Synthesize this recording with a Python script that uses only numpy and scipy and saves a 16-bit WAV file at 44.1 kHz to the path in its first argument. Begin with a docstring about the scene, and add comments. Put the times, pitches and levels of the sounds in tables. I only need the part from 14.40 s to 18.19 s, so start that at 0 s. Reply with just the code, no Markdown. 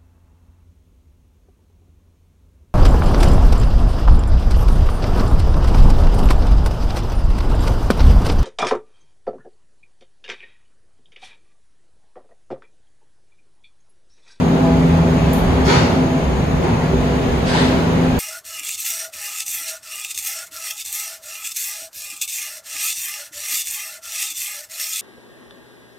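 """On the steel vehicle deck of a ferry, a car creeps along with its window open.
The ship's fans roar (shaped noise) and hum (a tone with overtones, beside a second tone that wanders).
The deck drones under the tyres: noise through low resonances. Far back, ramp plates clatter as wheels
cross them: a scrape, many small knocks, ringing steel and a thud, with the echo of the long hall.
Once, a valve spits air: a very short burst of bright noise."""
import sys
import numpy as np
from scipy import signal
from scipy.fft import rfft, irfft, next_fast_len
from scipy.io import wavfile
from scipy.ndimage import uniform_filter1d, map_coordinates

SR = 44100
rng = np.random.default_rng(int(sys.argv[2]) if len(sys.argv) > 2 else 0)


def to_wav(sig):
    """Store sig (one row per channel, or 1-D mono) as 16-bit WAV at the path in sys.argv[1].

    Samples outside -1..1 are clipped; the rate is SR.
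    """
    pcm = np.clip(np.atleast_2d(sig), -1, 1) * 32767
    pcm = np.round(pcm).astype(np.int16)
    wavfile.write(sys.argv[1], SR, pcm.T)  # frames by channels


N = 167139


def amp(db):
    """Turn decibels into a plain loudness factor."""
    return 10 ** (np.asarray(db) / 20)


def unit(x):
    """Scale a sound to an average strength (rms) of 1."""
    return x / np.sqrt(np.mean(x ** 2) + 1e-20)


def along(points, hz):
    """Read a curve of (frequency, value) points on a log frequency axis."""
    f, v = np.transpose(points)
    return np.interp(np.log(hz + 1), np.log(f + 1), v)


def colour(points):
    """Make a filter from (frequency [Hz], level [dB]) points."""
    return lambda hz: amp(along(points, hz))


def curves(rows):
    """Give one value per sample for each column after the time."""
    times, *columns = np.transpose(rows)
    return [np.interp(np.arange(N) / SR, times, column) for column in columns]


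def wobble(rate):
    """Draw a smooth random curve with `rate` random points a second."""
    points = rng.standard_normal(int(N * rate / SR) + 4)
    return map_coordinates(points, [np.arange(N) * rate / SR])


def filtered(x, response):
    """Multiply the spectrum of x by a response that depends on frequency."""
    m = next_fast_len(N + SR // 2)
    return irfft(rfft(x, m) * response(np.fft.rfftfreq(m, 1 / SR)), m)[..., :N]


def peak(f, hz, width):
    """Response of one resonance, which rings on after it is struck."""
    return 1j * f * width / (hz * hz - f * f + 1j * f * width)


def patchy(x, patch_db):
    """Give x patches of random loudness, spread over time and frequency."""
    z = signal.stft(x, nperseg=1024)[2]
    field = rng.standard_normal(z.shape[1:])
    field = uniform_filter1d(uniform_filter1d(field, 3, 0), 6, 1)
    return signal.istft(z * amp(patch_db * unit(field)), nperseg=1024)[1][:, :N]


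# How alike left and right are: (frequency [Hz], likeness [1 = same, 0 = unrelated, below 0 = opposed])
LIKENESS = [(60, 1), (130, 0.92), (290, 0.84), (640, 0.43), (1410, -0.27), (3100, 0.86), (6810, 0.023),
            (15000, 0.1)]


def rush(gain, likeness=LIKENESS, left_leads_s=0, patch_db=0):
    """Stereo noise of rms 1, made of a shared middle part and a part opposed in the two ears."""
    pair = patchy(rng.standard_normal((2, N)), patch_db)

    def middle_and_side(hz):
        angle = np.arccos(np.clip(along(likeness, hz), -1, 1)) / 2
        return gain(hz) * [np.cos(angle), np.sin(angle)]

    mid, side = filtered(pair, middle_and_side)
    right = np.roll(mid - side, round(left_leads_s * SR))
    return unit(np.array([mid + side, right]))


# How long the hall's echo lasts: (frequency [Hz], time to fade by 60 dB [s])
HALL_FADE = [(300, 0.66), (2000, 0.69), (6000, 0.73), (14000, 0.41)]


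def hall(x, wet_db):
    """Add the hall's echo, noise in which each frequency dies at its own speed."""
    hz, t, z = signal.stft(rng.standard_normal((2, SR)), SR, nperseg=256)
    fade = amp(-60 * t / along(HALL_FADE, hz)[:, None])
    tail = signal.istft(z * fade, SR, nperseg=256)[1]
    tail = tail / np.linalg.norm(tail[0])
    return x + amp(wet_db) * signal.fftconvolve(x, tail, axes=1)[:, :N]


# Loudness of the roar: (time [s], middle before MIDDLE_LIFT_DB [dB], treble [dB])
ROAR_LEVELS = [(0.0, -21.5, -31.5), (0.5, -22.5, -31), (0.85, -22.5, -30), (1.46, -20, -29.5),
               (1.68, -23.5, -31.5), (1.9, -24.5, -33), (3.11, -23, -30), (3.26, -21.5, -28),
               (3.53, -22.5, -29.5), (3.79, -24.5, -30.5)]
# Colour of the roar's middle: (frequency [Hz], relative level per Hz [dB])
MIDDLE_COLOUR = [(53, -52), (90, -9), (150, -1), (257, 2.5), (301, -4), (486, -5.5), (544, -6), (650, -8),
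                 (727, -8.5), (822, -8), (1300, -16), (1690, -76), (2860, -120)]
# Colour of the roar's treble: (frequency [Hz], relative level per Hz [dB])
TREBLE_COLOUR = [(650, -12), (1100, -13.5), (1370, -1), (2550, -6.5), (3700, -11), (4800, -15.5),
                 (5200, -18), (6200, -21.5), (7300, -24), (8300, -24.5), (9600, -26.5), (11700, -34.5),
                 (13100, -26.5), (14000, -37), (14600, -41), (15500, -41)]
# Steady narrow strips of noise: (frequency [Hz], width of one resonance pass [Hz], level [dB rms])
NARROW_BANDS = [(30, 15, -42), (146.74, 6.2, -27.5), (491.2, 28, -36.5), (6570, 330, -48.5)]
MIDDLE_LIFT_DB = 3.5
TREBLE_LIKENESS, TREBLE_LEFT_LEADS_S = 0.17, .00046
PATCH_DB = 1.5  # strength of the uneven patches in the treble and in the scrapes


def ventilation():
    """Moving air and machinery make a broad roar of noise, with a few narrow strips standing out."""
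    middle_db, treble_db = curves(ROAR_LEVELS)
    middle = amp(middle_db + MIDDLE_LIFT_DB) * rush(colour(MIDDLE_COLOUR))
    treble_level = amp(treble_db + 0.27 * wobble(11))
    treble = treble_level * rush(colour(TREBLE_COLOUR), [(1000, TREBLE_LIKENESS)],
                                 TREBLE_LEFT_LEADS_S, PATCH_DB)
    narrow = sum(amp(db) * rush(lambda f: peak(f, hz, width) ** 2) for hz, width, db in NARROW_BANDS)
    return middle + treble + narrow


# Loudness of the fan: (time [s], blade tone [dB], overtones as a group, before their own levels [dB])
FAN_LEVELS = [(0.0, -23, -26), (0.04, -18.5, -55), (0.17, -18.5, -40), (0.25, -18.5, -29.5),
              (0.47, -16.5, -38.5), (0.54, -16, -29.5), (1.15, -24, -38), (1.72, -24.5, -34.5),
              (1.94, -29.5, -45), (2.33, -21.5, -34.5), (2.44, -21.5, -52), (2.72, -29, -32.5),
              (2.94, -33, -42), (3.04, -26, -38), (3.65, -19.5, -36.5), (3.79, -24, -56)]
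# The fan's overtones: (multiple of the blade tone, relative level [dB])
FAN_OVERTONES = [(2, -8), (3, -5), (4, 0), (5, -5), (6, -9)]
# The second, unsteady tone: (time [s], pitch before its wander [Hz], level [dB])
DRONE_PATH = [(0.0, 245, -27), (0.02, 254, -18), (0.08, 255.5, -23), (0.34, 257.0, -16.5),
              (0.64, 250, -26.5), (0.78, 251.6, -16.5), (0.81, 251, -37), (0.92, 250.3, -19.5),
              (0.96, 250.6, -39), (0.98, 247, -19), (1.01, 250.4, -36), (1.07, 252.8, -22),
              (1.16, 258, -33), (1.17, 256.7, -18), (1.51, 258.4, -31), (1.61, 254.8, -17.5),
              (1.7, 254.9, -28), (1.76, 254.4, -19.5), (1.9, 256.8, -30), (2.38, 253.9, -28),
              (2.51, 248, -36.5), (2.59, 252.5, -17), (2.71, 253.5, -36), (2.83, 251, -22.5),
              (3.05, 248.7, -36.5), (3.11, 252, -22.5), (3.36, 258.3, -17.5), (3.38, 259.2, -31.5),
              (3.68, 253.5, -19), (3.79, 263, -27)]
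FAN_HZ, DRONE_WIDTH_HZ = 165.5, 2.98
FAN_WAVER_DB, OVERTONE_WAVER_DB = 0.5, 2.5
FAN_WAVER_RAD = 0.06  # phase waver of the blade tone; it grows for the overtones


def hum():
    """The blade tone and its overtones waver as their echoes mix; a second tone wanders in pitch."""
    tone_db, overtones_db = curves(FAN_LEVELS)
    drone_hz, drone_db = curves(DRONE_PATH)
    turn = 2 * np.pi * FAN_HZ * np.arange(N) / SR

    def partial(k, waver_db, rate):
        level = amp(waver_db * wobble(rate))
        return level * np.sin(k * turn + np.sqrt(k) * FAN_WAVER_RAD * wobble(13))

    overtones = sum(amp(db) * partial(k, OVERTONE_WAVER_DB, 3.87) for k, db in FAN_OVERTONES)
    wandering_hz = drone_hz + DRONE_WIDTH_HZ / 2 * wobble(8)
    drone = np.sin(2 * np.pi * np.cumsum(wandering_hz) / SR)
    blade = amp(tone_db) * partial(1, FAN_WAVER_DB, 9.0)
    # the root of 2 makes a plain sine's level count as rms
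    return np.sqrt(2) * (blade + amp(overtones_db) * overtones + amp(drone_db) * drone)


STEADINESS = .6  # how strongly the chance swells of the narrow noise are evened out (0 = not at all)


def steadied(x):
    """Partly even out the chance swells of narrow noise."""
    swell = np.abs(signal.hilbert(x.mean(axis=0), next_fast_len(N))[:N])
    return unit(x / (swell + 0.17) ** STEADINESS)


# Loudness of the drone: (time [s], lowest group [dB], middle group [dB], upper group [dB])
RUMBLE_LEVELS = [(0.0, -21.5, -23, -28), (0.14, -32, -40, -32), (0.28, -28, -25, -30),
                 (0.34, -21, -26, -35), (0.44, -26, -28, -27), (0.52, -26, -18, -33),
                 (0.75, -25.5, -30, -30), (0.79, -27, -23, -34), (0.9, -21, -34, -27),
                 (0.93, -28, -41, -39), (0.98, -25, -23, -29), (1.08, -16, -30, -31), (1.11, -22, -21, -40),
                 (1.16, -28, -23, -17), (1.22, -20, -33, -39), (1.27, -22, -22, -28), (1.33, -33, -29, -34),
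                 (1.38, -23, -24, -14.5), (1.43, -28, -23, -30), (1.77, -31, -34, -34),
                 (1.81, -31, -40, -42), (1.88, -18, -31, -46), (2.02, -26, -33, -23),
                 (2.07, -33.5, -27, -28), (2.15, -18, -34, -24), (2.23, -28, -28, -36),
                 (2.34, -28, -27, -19), (2.42, -33, -30, -34), (2.57, -20.5, -33, -23.5),
                 (2.76, -23.5, -34, -45), (2.8, -29, -38, -26), (2.95, -22, -38, -30),
                 (3.03, -28, -30, -26), (3.1, -27, -32.5, -27), (3.63, -29, -28, -31),
                 (3.79, -27, -34, -24)]
# The deck's low resonances, one list per group: (frequency [Hz], width [Hz], relative level [dB])
DECK_GROUPS = [
    [(28.2, 5.4, -13), (47.2, 12, -5), (66.3, 8.5, 4.5)],
    [(87.2, 13.3, 0)],
    [(115.6, 32, 0)],
]
# Loudness of a higher boom: (time [s], level [dB])
BOOM_LEVELS = [(0.0, -35), (0.05, -26), (0.77, -31.5), (0.79, -39), (0.85, -28), (1.0, -34), (1.05, -27.5),
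               (1.24, -35), (1.29, -18.5), (1.36, -27), (2.03, -33.5), (2.05, -46), (2.25, -22),
               (2.27, -30), (2.5, -36.5), (2.54, -18), (2.59, -35.5), (2.88, -25.5), (3.09, -34),
               (3.23, -23), (3.3, -28), (3.79, -30.5)]
BOOM_HZ, BOOM_WIDTH_HZ = 388.5, 53


def rolling():
    """Tyres and engine shake the deck, so noise rings its low resonances."""
    def deck(modes):
        return steadied(rush(lambda f: sum(amp(db) * peak(f, hz, width) ** 2 for hz, width, db in modes)))

    boom = amp(curves(BOOM_LEVELS)[0]) * deck([(BOOM_HZ, BOOM_WIDTH_HZ, 0)])
    groups = zip(curves(RUMBLE_LEVELS), DECK_GROUPS)
    return boom + sum(amp(level_db) * deck(modes) for level_db, modes in groups)


# The wheel crossings, levels before swells and echo: (time [s], length before the fall [s],
# delay of the rattle [s], scrape [dB], rattle [dB], ring [dB], thud [dB])
CROSSINGS = [(1.239, 0.12, .015, -32, -25, -27, -25), (2.205, 0.071, 0.0041, -48.5, -37.5, -34, -27.5),
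             (3.049, 0.16, 0.025, -32.5, -31, -49, -30.5)]
# Resonances of the ramp plate: (frequency [Hz], width [Hz], relative level [dB])
PLATE_MODES = [(661, 92.7, 3), (896, 90, 9), (1006, 55.4, 9), (1423, 38, 11), (1500, 66, -7),
               (1784, 45, -4), (2380, 450, -30), (3010, 66, -15), (3520, 90, -17), (4080, 120, -13)]
# Colour of the rattle, one list per crossing: (frequency [Hz], relative level per Hz [dB])
RATTLE_COLOURS = [
    [(700, -43), (1200, -6.5), (1900, -4), (3000, -11.5), (4500, -10.5), (6000, -34), (7800, -49),
     (13000, -120)],
    [(700, -40), (1200, -19), (1700, 1), (3000, -7), (6000, -26), (7800, -52), (13000, -120)],
    [(700, -29), (1200, -3.5), (1880, 3.5), (2800, -6), (3650, -1), (5000, -13), (6000, -24), (7800, -47),
     (13000, -120)],
]
# Colour of the scrape, one list per crossing: (frequency [Hz], relative level per Hz [dB])
SCRAPE_COLOURS = [
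    [(2650, -9), (4500, -8.5), (5890, -6), (7500, -16), (9200, -21), (10300, -19), (11700, -34),
     (13000, -26), (13800, -42), (15500, -50)],
    [(2650, -18), (4500, -5), (10000, -17), (11500, -50), (15500, -80)],
    [(2650, -2.5), (4500, -1.5), (5600, -8), (7200, -14), (8180, -8), (9000, -14), (9700, -17),
     (11700, -30), (13000, -40), (15500, -50)],
]
# Colour of the thud: (frequency [Hz], relative level per Hz [dB])
THUD_COLOUR = [(190, -39), (320, -2), (611, 2.5), (649, -9), (903, 8), (1240, -10.5), (1600, -9.5),
               (2080, -41), (3520, -120)]
SCRAPE_RISE_S, RISE_S, FALL_S = 0.022, 0.037, 0.03  # FALL_S: time to drop to about a third
KNOCKS_PER_S, KNOCK_SPREAD_DB = 3300, 4
UNEVEN_DB, CLUMP_DB = 1.2, 1.5  # strength of the swells and of the clumps
CLATTER_WET_DB = 3.5


def ramp():
    """Each wheel crossing: a bright scrape, then dense knocks that partly ring in the plate, and a thud."""
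    t, out = np.arange(N) / SR, np.zeros((2, N))

    def plate(f):
        # neighbouring resonances swing in opposite directions
        return sum((-1) ** k * amp(db) * peak(f, hz, width) for k, (hz, width, db) in enumerate(PLATE_MODES))

    for crossing, rattle_colour, scrape_colour in zip(CROSSINGS, RATTLE_COLOURS, SCRAPE_COLOURS):
        start, length, delay, scrape_db, rattle_db, ring_db, thud_db = crossing
        fall = np.exp(-np.clip(t - start - length, 0, None) / FALL_S) * amp(UNEVEN_DB * wobble(39.67))
        early = np.clip((t - start) / SCRAPE_RISE_S, 0, 1) * fall
        late = np.clip((t - start - delay) / RISE_S, 0, 1) * fall

        hits = rng.random((2, N)) < KNOCKS_PER_S / SR
        knocks = hits * amp(KNOCK_SPREAD_DB * rng.standard_normal((2, N)))
        knocks = unit(knocks * np.sign(rng.standard_normal((2, N))))
        rattle = late * unit(filtered(knocks, colour(rattle_colour)))
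        ring = filtered(knocks * late, plate) / np.std(filtered(knocks, plate))
        scrape = early * rush(colour(scrape_colour), patch_db=PATCH_DB)
        thud = late * rush(colour(THUD_COLOUR))

        clatter = amp(scrape_db) * scrape + amp(rattle_db) * rattle
        clatter = clatter + amp(ring_db) * ring + amp(thud_db) * thud
        out += patchy(hall(clatter, CLATTER_WET_DB), CLUMP_DB)
    return out


# Colour of the air burst: (frequency [Hz], relative level per Hz [dB])
SPIT_COLOUR = [(3820, -29), (6500, -4), (9000, -6), (10300, 4), (11700, -10), (12400, -5), (13100, 4),
               (13800, 5), (14500, -9), (15500, -13)]
SPIT_S, SPIT_RISE_S, SPIT_T60_S = .93, 0.0032, 0.051  # start, rise, time to fade by 60 dB
SPIT_DB, SPIT_WET_DB = -24, -0.5


def valve():
    """Escaping air hisses once: bright noise that starts fast and dies at once, with the hall's echo."""
    t = np.arange(N) / SR - SPIT_S
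    shape = np.clip(t / SPIT_RISE_S, 0, 1) * amp(SPIT_DB - 60 * np.abs(t) / SPIT_T60_S)
    return hall(shape * rush(colour(SPIT_COLOUR)), SPIT_WET_DB)


def scene():
    """Add up all the sources."""
    return ventilation() + hum() + rolling() + ramp() + valve()


# What the left port shares with the right: (frequency [Hz], share of the right's sound [0 to 1])
PORT_SHARE = [(4500, 0), (6500, .35), (8500, .65), (10000, .9), (15500, .97)]
# Balance of the two sides: (frequency [Hz], left over right [dB])
SIDE_BALANCE = [(60, -1.5), (110, -1), (200, .5), (380, .3), (700, 1), (1290, 1), (2380, .6), (4400, .5),
                (8120, -1.5), (12000, 0)]
RIGHT_LEADS_S, IN_STEP_HZ = .000308, 7000  # the shared sound is in step at IN_STEP_HZ
CEILING, KNEE = 1.1, 4  # limit for the peaks, and how sharply they bend towards it
TOP_HZ = 15590


def record(dry):
    """In the treble both ports hear nearly the same, the right first; peaks are rounded, the top cut."""
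    def into_left(hz):
        share = np.clip(along(PORT_SHARE, hz), 0, 1)
        lag = np.exp(-2j * np.pi * RIGHT_LEADS_S * (hz - IN_STEP_HZ))
        return [np.sqrt(1 - share ** 2), share * lag]

    left = filtered(dry, into_left).sum(axis=0)
    # each side takes half of the balance
    x = filtered(np.array([left, dry[1]]), lambda hz: amp(along(SIDE_BALANCE, hz) * [[.5], [-.5]]))
    rounded = x / (1 + np.abs(x / CEILING) ** KNEE) ** (1 / KNEE)
    return filtered(rounded, lambda hz: hz < TOP_HZ)


dry = scene()
out = record(dry)
to_wav(out)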